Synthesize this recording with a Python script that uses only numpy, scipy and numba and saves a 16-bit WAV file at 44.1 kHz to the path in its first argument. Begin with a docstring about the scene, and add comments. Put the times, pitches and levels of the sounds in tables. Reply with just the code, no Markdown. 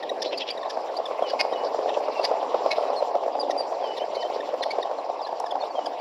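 """Overlapping runs of low knocks, about nine a second in a run, lead a guineafowl flock's dense churr.
Nearer birds add short chips, thin whistles, cheeps, rasps and a few loud cackles over a haze of far twitter.
Knocks are sagging sines and the churr is pulses ringing many throats; calls are swept tones, pulse trains
and noise. The waterhole's bank returns a faint echo of the nearer birds; a low rush and hum lie beneath."""
import sys
import numpy as np
from scipy import signal
from scipy.fft import rfft, irfft, next_fast_len
from scipy.io import wavfile
from scipy.ndimage import uniform_filter1d
from numba import njit

SR = 44100
rng = np.random.default_rng(int(sys.argv[2]) if len(sys.argv) > 2 else 0)


def output_pcm(signal):
    """Save a mono or channel-first signal as 16-bit PCM at the path in sys.argv[1].

    Samples are clipped to [-1, 1] before scaling.
    """
    pcm = np.clip(np.atleast_2d(signal).T, -1, 1) * 32767
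    wavfile.write(sys.argv[1], SR, np.round(pcm).astype(np.int16))


N = 264820
TIME = np.arange(N) / SR

# Low knocks from several callers. Each row: time in seconds, peak level in dB.
KNOCK_TIMES = [(.118, -20.5), (.261, -18.5), (.331, -20), (.66, -21), (.774, -16), (.99, -18.5),
               (1.002, -17.5), (1.113, -15), (1.195, -19), (1.225, -12), (1.338, -12.5), (1.413, -16),
               (1.452, -14.5), (1.527, -15), (1.561, -20), (1.637, -14.5), (1.672, -18.5), (1.748, -14.5),
               (1.791, -14), (1.861, -15), (1.894, -16.5), (1.973, -12.5), (2.008, -16), (2.086, -13.5),
               (2.199, -13), (2.245, -17), (2.316, -10.5), (2.431, -15), (2.546, -9), (2.663, -9),
               (2.785, -12.5), (2.904, -12.5), (2.933, -14.5), (3.027, -12), (3.154, -10.5), (3.238, -16.5),
               (3.264, -16.5), (3.282, -15.5), (3.354, -15.5), (3.391, -16.5), (3.436, -18), (3.499, -13),
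               (3.567, -17), (3.61, -16), (3.727, -17), (3.843, -15.5), (4.021, -17.5), (4.136, -17),
               (4.17, -16.5), (4.252, -17), (4.302, -17.5), (4.364, -16), (4.491, -16), (4.542, -14),
               (4.61, -16.5), (4.665, -16.5), (4.735, -19.5), (4.756, -17.5), (4.788, -11.5),
               (4.857, -19.5), (4.876, -19), (4.915, -15.5), (4.988, -17), (5.062, -22), (5.1, -17),
               (5.217, -20), (5.293, -22), (5.329, -18), (5.405, -18.5), (5.443, -17), (5.524, -18.5),
               (5.557, -14), (5.639, -16), (5.755, -21.5), (5.793, -13.5), (5.872, -17)]
# Centre pitch of the churr. Each row: time in seconds, frequency in Hz.
CHURR_CENTRE = [(0.0, 594), (0.18, 496), (0.58, 559), (0.629, 711), (1.548, 622), (2.809, 692.5),
                (4.359, 591), (5.3, 753), (6.0, 728)]
# Spectrum of the far twitter, which also colours snaps and rasps. Each row: frequency in Hz, gain in dB.
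TWITTER_SPECTRUM = [(700, 0), (1400, 2.5), (2600, 2.5), (3800, -1.5), (5100, 0), (5900, -6), (6500, -19.5),
                    (7100, -10), (8200, -25), (10000, -27), (15500, -30)]


def undb(db):
    """Decibels to gain."""
    return 10 ** (np.asarray(db) / 20)


def unit(x):
    """Scale to rms 1."""
    return x / np.sqrt(np.mean(x ** 2) + 1e-18)


def colour(x, points):
    """Filter by a (Hz, dB) spectrum, interpolated over log frequency."""
    hz, db = np.transpose(points)
    size = next_fast_len(len(x) + 512)
    f = np.maximum(np.fft.rfftfreq(size, 1 / SR), 1)
    gain = undb(np.interp(np.log2(f), np.log2(hz), db))
    return irfft(rfft(x, size) * gain, size)[:len(x)]


def walk(rate_hz, size=N):
    """Smooth random drift with a spread near 1."""
    step = max(int(SR / rate_hz), 1)
    held = np.repeat(rng.standard_normal(size // step + 2), step)
    smooth = uniform_filter1d(uniform_filter1d(held, step), step)
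    return np.sqrt(2) * smooth[:size]


def clicks(rate_hz, scatter_db, size=N):
    """Randomly timed pulses of either sign and uneven strength."""
    fires = rng.random(size) < rate_hz / SR
    return fires * rng.choice([-1, 1], size) * undb(scatter_db * rng.standard_normal(size))


def add(out, s, sound):
    """Mix a sound in, centred on time s."""
    start = int(s * SR) - len(sound) // 2
    lo, hi = max(start, 0), min(start + len(sound), N)
    if hi > lo:
        out[lo:hi] += sound[lo - start:hi - start]


def syllable(length_s, edge):
    """Time through a call (-1 at its start, 1 at its end, tails to -2 and 2) and its rounded swell."""
    u = np.linspace(-2, 2, max(int(2 * length_s * SR), 64))
    swell = np.exp(-np.abs(u) ** edge)
    return u, swell - swell[0]


def tone(length_s, hz, fall, bend, waver=0.0059, octave_db=-25, edge=7.8):
    """A nearly pure note that falls in pitch and bends: a positive bend scoops, a negative one arches."""
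    u, swell = syllable(length_s, edge)
    pitch_hz = hz * (1 - fall * u / 2 + bend * u ** 2 + waver * walk(400, len(u)))
    phase = 2 * np.pi * np.cumsum(pitch_hz) / SR
    return swell * unit(np.sin(phase) + undb(octave_db) * np.sin(2 * phase))


def rattle(size, hz, depth):
    """A harsh voice opens and shuts in uneven pulses."""
    cycles = np.cumsum(hz * (1 + 0.19 * walk(250, size))) / SR + rng.random()
    return np.exp(depth * np.cos(2 * np.pi * cycles))


def pulse_train(hz, scatter_db, spread_s):
    """One pulse a cycle, of uneven strength, each smeared a little on its way through the grass."""
    cycles = np.cumsum(hz) / SR + rng.random()
    # ramp each step over one sample, so pulses fall between samples
    steps = np.floor(cycles) + np.minimum(cycles % 1 * SR / hz, 1)
    pulses = np.diff(steps, prepend=steps[0]) * undb(scatter_db * walk(400, len(hz)))
    paths = rfft(rng.standard_normal(len(hz)) * np.exp(-TIME[:len(hz)] / spread_s))
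    # only the phase of the paths is used
    return unit(irfft(rfft(pulses) * paths / np.abs(paths), len(hz)))


@njit
def resonate(x, hz, width_hz):
    """A state-variable band-pass whose centre and width move."""
    y, band, low = np.empty(len(x)), 0., 0.
    for i in range(len(x)):
        g, damping = np.tan(np.pi * hz[i] / SR), width_hz[i] / hz[i]
        v = (band + g * (x[i] - low)) / (1 + g * (g + damping))
        band, low = 2 * v - band, low + 2 * g * v
        y[i] = damping * v
    return y


def hum(hz=149, rms_db=-73.5):
    """A faint, steady sine."""
    return undb(rms_db) * unit(np.sin(2 * np.pi * hz * TIME))


def open_air(level_db=-52, drift_db=2.9, low_hz=255, high_hz=400):
    """The soft low rush of the open bush: band-passed noise with a drifting level."""
    band = signal.butter(4, [low_hz, high_hz], "band", fs=SR, output="sos")
    noise = unit(signal.sosfilt(band, rng.standard_normal(N)))
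    return noise * undb(level_db + drift_db * walk(14))


def twitter(level_db, flicker_db=3.0, count=9):
    """Far birds blur into a haze of noise whose bands flicker separately."""
    edges_hz = np.geomspace(700, 16000, count + 1)
    out = 0
    for band_hz in zip(edges_hz, edges_hz[1:]):
        band = signal.butter(3, band_hz, "band", fs=SR, output="sos")
        noise = signal.sosfilt(band, rng.standard_normal(N))
        out = out + noise * undb(flicker_db * walk(45))
    return unit(colour(out, TWITTER_SPECTRUM)) * undb(level_db)


def far_peeps(rate_hz=8, level_db=-53.5, scatter_db=3, length_s=0.025, centre_hz=4300, glide=0.24):
    """Stray faint swept sines from the back of the flock, most of them falling."""
    out = np.zeros(N)
    for when, height, slope, strength in rng.random((int(rate_hz * N / SR), 4)) * 2 - 1:
        u, swell = syllable(length_s, 8.2)
        sweep = glide * (slope - .5) * u / 2
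        pitch_hz = centre_hz * (1 + 0.18 * height + sweep + 0.024 * walk(1200, len(u)))
        note = unit(np.sin(2 * np.pi * np.cumsum(pitch_hz) / SR))
        add(out, (when + 1) / 2 * N / SR, undb(level_db + scatter_db * strength) * swell * note)
    return out


def bank(x, t60_s=0.31, echo_db=-17):
    """Diffuse return from the shore and its bushes: convolution with decaying noise."""
    t = TIME[:SR // 2]
    tail = rng.standard_normal(len(t)) * undb(-60 * t / t60_s)
    return undb(echo_db) * signal.fftconvolve(x, tail / np.linalg.norm(tail))[:N]


def ticks(t60_s=0.011, relative_width=0.09, length_s=0.022):
    """A dry snap that dies at once: a noise burst through a resonance."""
    # Each row: start in seconds, centre in Hz, noise level ahead of decay and resonance in dB.
    snaps = [(5.4, 5500, -14.5)]
    out = np.zeros(N)
    age = np.arange(-length_s, length_s, 1 / SR)
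    for s, hz, db in snaps:
        burst = rng.standard_normal(len(age)) * (age >= 0) * undb(-60 * np.abs(age) / t60_s)
        ring = signal.iirpeak(hz, 1 / relative_width, fs=SR)
        add(out, s, undb(db) * signal.lfilter(*ring, burst))
    return out


def peeps(arch=.018):
    """Clear peeps from small birds nearby: near-pure notes that arch over and fall."""
    # Each row: centre in seconds, length in seconds, pitch in Hz, fall as share of pitch, level in dB.
    calls = [(2.222, 0.021, 4550, 0.25, -45), (2.983, 0.042, 4270, 0.067, -39),
             (3.408, 0.023, 4840, 0.068, -30.5), (3.597, 0.038, 4776, 0.0364, -32),
             (5.774, 0.044, 3170, 0.07, -44.5)]
    out = np.zeros(N)
    for s, length_s, hz, fall, db in calls:
        add(out, s, undb(db) * tone(length_s, hz, fall, -arch))
    return out


def cheeps(scoop=0.064):
    """Soft, purer notes that scoop, most of them falling."""
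    # Each row: centre in seconds, length in seconds, pitch in Hz, fall as share of pitch, level in dB.
    calls = [(.291, 0.037, 4060, 0.02, -42.5), (.964, .022, 4000, 0.17, -50),
             (3.437, .022, 3580, 0.17, -45), (4.22, 0.027, 4560, 0.32, -43),
             (4.626, 0.01, 4100, -0.037, -33), (4.821, 0.0099, 4300, .15, -43),
             (5.232, 0.029, 4760, .11, -43.5), (5.255, .013, 4060, -0.06, -38),
             (5.614, 0.02, 4240, -0.000017, -40.5), (5.629, 0.029, 3600, -0.0074, -44.5),
             (5.714, 0.023, 4450, .03, -49)]
    out = np.zeros(N)
    for s, length_s, hz, fall, db in calls:
        add(out, s, undb(db) * tone(length_s, hz, fall, scoop, octave_db=-36, edge=3.5))
    return out


def whistles(scoop=.03, scoop_per_fall=0.23, flutter_db=3.0, swell_db=2):
    """Thin, fluttering whistles that swell towards the end; the further one falls, the deeper it scoops."""
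    # Each row: centre in seconds, length in seconds, pitch in Hz, fall as share of pitch,
    # level in dB ahead of swell and flutter.
    calls = [(1.27, 0.091, 2970, 0.13, -44), (1.573, 0.11, 2940, 0.062, -47.5),
             (2.176, 0.055, 2690, .041, -44), (3.881, 0.13, 3010, 0.14, -46),
             (4.017, .041, 3030, -0.084, -43), (4.219, 0.1, 3033, -0.018, -42),
             (5.837, 0.058, 2950, -0.026, -52.5)]
    out = np.zeros(N)
    for s, length_s, hz, fall, db in calls:
        note = tone(length_s, hz, fall, scoop + scoop_per_fall * fall)
        rise_db = swell_db * np.linspace(-1, 1, len(note))
        add(out, s, undb(db + rise_db + flutter_db * walk(97, len(note))) * note)
    return out


def rasps(rattle_hz=520, speed_up=.75, arch=.15, throat_arch=0.041, jitter=.11, scatter_db=3,
          smear_s=.0004, air_db=-20, open_width_hz=2500, tight_width_hz=900,
          beak_hz=5000, beak_width_hz=700, beak_db=-9):
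    """A ragged rattle quickens into a pitched buzz as the throat tightens; the beak adds a fixed resonance."""
    # Each row: centre in seconds, length in seconds, throat resonance in Hz, its sweep as share of pitch,
    # level in dB.
    calls = [(0.262, 0.034, 3920, .22, -32.5), (.333, 0.034, 3050, -.15, -33.5),
             (.413, .035, 3400, -0.12, -28), (0.493, 0.05, 3400, -.12, -33.5),
             (1.294, 0.054, 4500, .08, -39.5), (1.662, 0.042, 4630, -0.037, -41.5),
             (1.895, 0.043, 3200, -.1, -40), (1.946, 0.027, 3130, -.1, -38),
             (4.348, 0.036, 4400, 0.06, -43.5)]
    out = np.zeros(N)
    for s, length_s, hz, sweep, db in calls:
        u, swell = syllable(length_s, 1.6)
        slack = (1 - np.tanh(2 * u)) / 2
        # the pulses steady as they quicken, and sag again at the end
        unsteady = jitter * slack ** 2 * walk(900, len(u))
        rate_hz = rattle_hz * np.exp(speed_up * (.5 - slack) - arch * u ** 2 + unsteady)
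        air = undb(air_db) * rng.standard_normal(len(u))
        source = pulse_train(rate_hz, scatter_db, smear_s) + air
        centre_hz = hz * np.exp(sweep * (.5 - slack) - throat_arch * u ** 2)
        width_hz = tight_width_hz + (open_width_hz - tight_width_hz) * slack
        throat = resonate(resonate(source, centre_hz, width_hz), centre_hz, width_hz)
        throat = throat * np.sqrt(open_width_hz / width_hz)
        beak = resonate(source, np.full(len(u), float(beak_hz)), np.full(len(u), float(beak_width_hz)))
        voice = unit(colour(throat + undb(beak_db) * beak, TWITTER_SPECTRUM))
        add(out, s, undb(db) * swell * voice)
    return out


def chips(tremor=0.016, harsh_jitter=.018, jitter_rate_hz=1500, smear_rad=1.4, rattle_hz=330, arch=0.0191,
          trim_db=1, harsh_air_db=-6.98, fall=0.38, beak_width_hz=900, skirt=0.65,
          clear_s=0.0097, harsh_s=0.02, level_pitch_hz=2132, glide_per_octave=.24):
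    """Short nasal harmonic calls; the beak favours partials near its resonance, and long calls turn pulsed."""
    # Each row: centre in seconds, length in seconds, pitch in Hz, lift of the upper partials in dB,
    # beak resonance in Hz, level in dB ahead of trim_db.
    calls = [(0.034, 0.016, 1864, -6, 3900, -37.5), (0.098, 0.01, 1927, 4.5, 3900, -31),
             (0.226, 0.015, 1806, 10.5, 5300, -28), (0.382, 0.015, 2336, 27, 4600, -31),
             (0.509, 0.013, 2355, 10, 4700, -29.5), (0.579, 0.011, 1905, 2, 4000, -40.5),
             (0.634, 0.0093, 1820, -4, 3800, -40), (.705, 0.017, 1740, 3, 4900, -36),
             (.973, 0.013, 2375, 30, 4700, -35), (1.061, 0.011, 1735, 11, 3500, -33),
             (1.304, 0.014, 1676, 3, 4900, -36), (1.537, 0.01, 1936, 2, 3900, -39),
             (1.895, 0.012, 1835, -3.5, 3900, -38), (3.512, .016, 1902, 4, 5170, -35.5),
             (3.979, 0.023, 1874, 3, 3900, -38), (4.157, 0.018, 2220, 8, 4500, -38),
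             (4.231, 0.011, 1887, -6, 3800, -38.5), (4.409, 0.0075, 1783, -6.5, 3900, -36.5),
             (4.713, 0.016, 2250, -1.5, 4700, -30.5), (4.831, 0.0073, 1890, 3, 3700, -32.5),
             (5.273, 0.016, 1714, -4, 4700, -43.5), (5.467, 0.013, 1715, -4, 5100, -40.5),
             (5.514, 0.011, 1703, 13, 3400, -35), (5.864, 0.011, 1654, 8, 4500, -34)]
    # Overall beak spectrum. Each row: frequency in Hz, gain in dB.
    beak_spectrum = [(1200, -7), (1800, 3), (2300, 5.5), (2900, 0), (3700, 1.5), (5100, -0.5), (6200, -8.5),
                     (8000, -27), (10000, -14.5), (15000, -36.5)]
    out = np.zeros(N)
    for s, length_s, hz, lift_db, beak_hz, db in calls:
        rough = np.clip((length_s - clear_s) / (harsh_s - clear_s), 0, 1)
        # lower chips fall, higher ones rise
        glide = glide_per_octave * np.log2(hz / level_pitch_hz)
        u, swell = syllable(length_s, 4.5)
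        waver = (tremor + harsh_jitter * rough ** 2) * walk(jitter_rate_hz, len(u))
        pitch_hz = hz * (1 + glide * u / 2 - arch * u ** 2 + waver)
        phase = 2 * np.pi * np.cumsum(pitch_hz) / SR
        upper = 0
        for k in range(2, 8):
            peak = skirt + np.exp(-((k * hz - beak_hz) / beak_width_hz) ** 2)
            resonance = peak * min(beak_hz / (k * hz), 1) ** fall
            # the higher the partial, the more it smears
            smear = smear_rad * rough * (k - 1) * walk(900, len(u))
            upper = upper + resonance * np.sin(k * phase + smear)
        # the pulses chop the upper partials and the air more than the fundamental
        pulses = rattle(len(u), rattle_hz, rough)
        air = undb(harsh_air_db) * rough * rng.standard_normal(len(u))
        partials = unit(np.sin(phase) * pulses ** 0.19 + undb(lift_db) * upper * pulses)
        voice = unit(colour(partials + air * pulses, beak_spectrum))
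        add(out, s, undb(db + trim_db) * swell * voice)
    return out


def cackles(handover_db=3.0, ragged_db=3.0, pulse_hz=340, jitter=0.041, waver=.008, top_hz=5500):
    """Both sides of the syrinx sound unrelated notes in uneven pulses; the high, gliding one takes over."""
    # Each row: centre in seconds, length in seconds, low note in Hz, high note in Hz, its rise as share
    # of pitch, its lift in dB, pulse depth, grating in dB, level in dB.
    calls = [(1.406, .025, 2147, 4700, 0.15, -4.5, 1.4, -5.5, -22.5),
             (2.249, 0.03, 2250, 4750, 0.08, 11, 0.4, 0.5, -26.5),
             (2.721, 0.025, 2217, 4050, .016, -6.5, 0.57, -5.5, -24.5),
             (4.634, .015, 1886, 3600, -.1, -1, 0.77, -3.5, -27.5)]
    # Spectrum of the grating. Each row: frequency in Hz, gain in dB.
    grate_spectrum = [(1200, -18), (1800, 2.5), (2500, -5), (3100, -4), (4200, 2.5), (5100, 3), (5700, -6),
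                      (8000, -27.5), (10000, -20.5), (15000, -41)]
    out = np.zeros(N)
    for s, length_s, low_hz, high_hz, rise, lift_db, depth, grate_db, db in calls:
        u, swell = syllable(length_s, 3.5)
        low_pitch_hz = low_hz * (1 + waver * walk(387, len(u)))
        high_pitch_hz = high_hz * (1 + rise * u / 2 + waver * walk(900, len(u)))
        low = np.sin(2 * np.pi * np.cumsum(low_pitch_hz) / SR)
        high = np.sin(2 * np.pi * np.cumsum(high_pitch_hz) / SR)
        lean_db = handover_db * np.tanh(u)
        notes = unit(undb(-lean_db) * low + undb(lift_db + lean_db) * high)
        grate = unit(colour(rng.standard_normal(len(u)), grate_spectrum))
        cycles = np.cumsum(pulse_hz * (1 + jitter * walk(198, len(u)))) / SR + rng.random()
        ragged = undb(ragged_db * walk(412, len(u)))
        pulses = unit(np.exp(depth * np.cos(2 * np.pi * cycles)) * ragged)
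        # the throat passes little below the low note; the grating reaches higher
        throat = signal.butter(4, [low_hz, top_hz], "band", fs=SR, output="sos")
        voice = unit(signal.sosfilt(throat, notes * pulses))
        add(out, s, undb(db) * swell * unit(voice + undb(grate_db) * grate * pulses))
    return out


def churr(level_db, rate_hz=300, scatter_db=3.5, bed_db=-1.2, surge_db=-13.7, surge_sigma_s=0.0077,
          surge_lag_s=0.0022, ring_width_hz=240, follow=0.8, drift_db=1, shared=0.38, count=9):
    """Pulses from many throats, each with its own resonance, swell together around each knock."""
    # Spectrum of the churr. Each row: frequency in Hz, gain in dB.
    churr_spectrum = [(60, -21), (130, -29.5), (200, -24), (300, -15.5), (420, -3.5), (560, 1.5), (720, 1),
                      (950, -4.5), (1150, -10.5), (1400, -28.5), (2500, -14.5)]
    # Breadth of the churr. 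Each row: time in seconds, lift one octave from its centre in dB.
    breadth = [(2.8, 0), (3.3, -8.5), (4.4, -1.5), (6, -7)]
    centre_s, centre_hz = np.transpose(CHURR_CENTRE)
    mean_hz = np.mean(centre_hz)
    # the whole flock leans higher or lower
    lean_octaves = np.interp(TIME, centre_s, np.log2(centre_hz / mean_hz))
    breadth_db = np.interp(TIME, *np.transpose(breadth))
    # some pulses are broad enough to ring every resonance at once
    broad = shared * clicks(rate_hz, scatter_db)
    _, swell = syllable(2 * np.sqrt(2) * surge_sigma_s, 2)
    steady, surging = 0, 0
    for hz in np.geomspace(230, 1350, count):
        octaves = np.log2(hz / mean_hz)
        lean_db = 20 * follow * lean_octaves * octaves
        shape = undb(lean_db + breadth_db * np.minimum(np.abs(octaves), 1) ** 2)
        power = undb(level_db + bed_db + drift_db * walk(10)) ** 2
        for s, peak_db in KNOCK_TIMES:
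            add(power, s + surge_lag_s, swell * undb(peak_db + surge_db) ** 2)
        ring = signal.iirpeak(hz, hz / ring_width_hz, fs=SR)
        pulses = clicks(rate_hz, scatter_db) + broad
        voice = unit(signal.lfilter(*ring, signal.lfilter(*ring, pulses))) * np.sqrt(hz)
        steady = steady + voice
        surging = surging + voice * shape * np.sqrt(power)
    # the steady sum sets the scale, so the levels survive
    return colour(surging, churr_spectrum) / np.std(colour(steady, churr_spectrum))


def knocks(ring_s=.0047, sag=0.16, snap_db=-29, overtone_db=-26, octaves_per_db=0.0271, usual_db=-17,
           spread_octaves=0.067):
    """The nearest pulse of each surge: a sagging sine, deeper and brighter when strong, with a faint snap."""
    out = np.zeros(N)
    u, swell = syllable(ring_s, 2)
    for s, peak_db in KNOCK_TIMES:
        octaves = octaves_per_db * (usual_db - peak_db) + spread_octaves * rng.standard_normal()
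        hz = np.interp(s, *np.transpose(CHURR_CENTRE)) * 2 ** octaves
        phase = 2 * np.pi * (np.cumsum(hz * (1 - sag * u)) / SR + rng.random())
        overtone = undb(overtone_db + peak_db - usual_db) * np.sin(2 * phase)
        snap = undb(snap_db) * unit(colour(rng.standard_normal(len(u)), TWITTER_SPECTRUM))
        add(out, s, undb(peak_db) * swell * (np.sin(phase) + overtone + snap))
    return out


def scene(left_db=0.4):
    """Flock, haze, echo, rush and hum in the centre; the nearer birds a touch to the left."""
    # The whole flock. Each row: time in seconds, low churr level ahead of bed_db in dB,
    # far twitter level in dB.
    flock = [(0, -32.5, -50), (.5, -32.5, -49.5), (1.4, -28.5, -46.5), (2.1, -27.5, -46), (2.8, -26, -44),
             (3.3, -26.5, -50), (3.9, -28.5, -47), (4.6, -31.5, -47.5), (5.2, -30.5, -52), (6, -30, -48.5)]
    s, churr_points_db, twitter_points_db = np.transpose(flock)
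    churr_db = np.interp(TIME, s, churr_points_db)
    twitter_db = np.interp(TIME, s, twitter_points_db)
    birds = chips() + cackles() + cheeps() + whistles() + peeps() + rasps() + ticks()
    background = hum() + open_air() + twitter(twitter_db) + far_peeps() + bank(birds)
    centre = background + churr(churr_db) + knocks()
    return centre + birds * undb(np.array([[left_db], [-left_db]]) / 2)


def record(dry, low_cut_hz=100, top_hz=15800):
    """The microphone thins the bass and the recorder cuts the top."""
    thin = signal.sosfilt(signal.butter(2, low_cut_hz, "high", fs=SR, output="sos"), dry)
    return signal.sosfilt(signal.ellip(10, .2, 70, top_hz, fs=SR, output="sos"), thin)


dry = scene()
out = record(dry)
output_pcm(out)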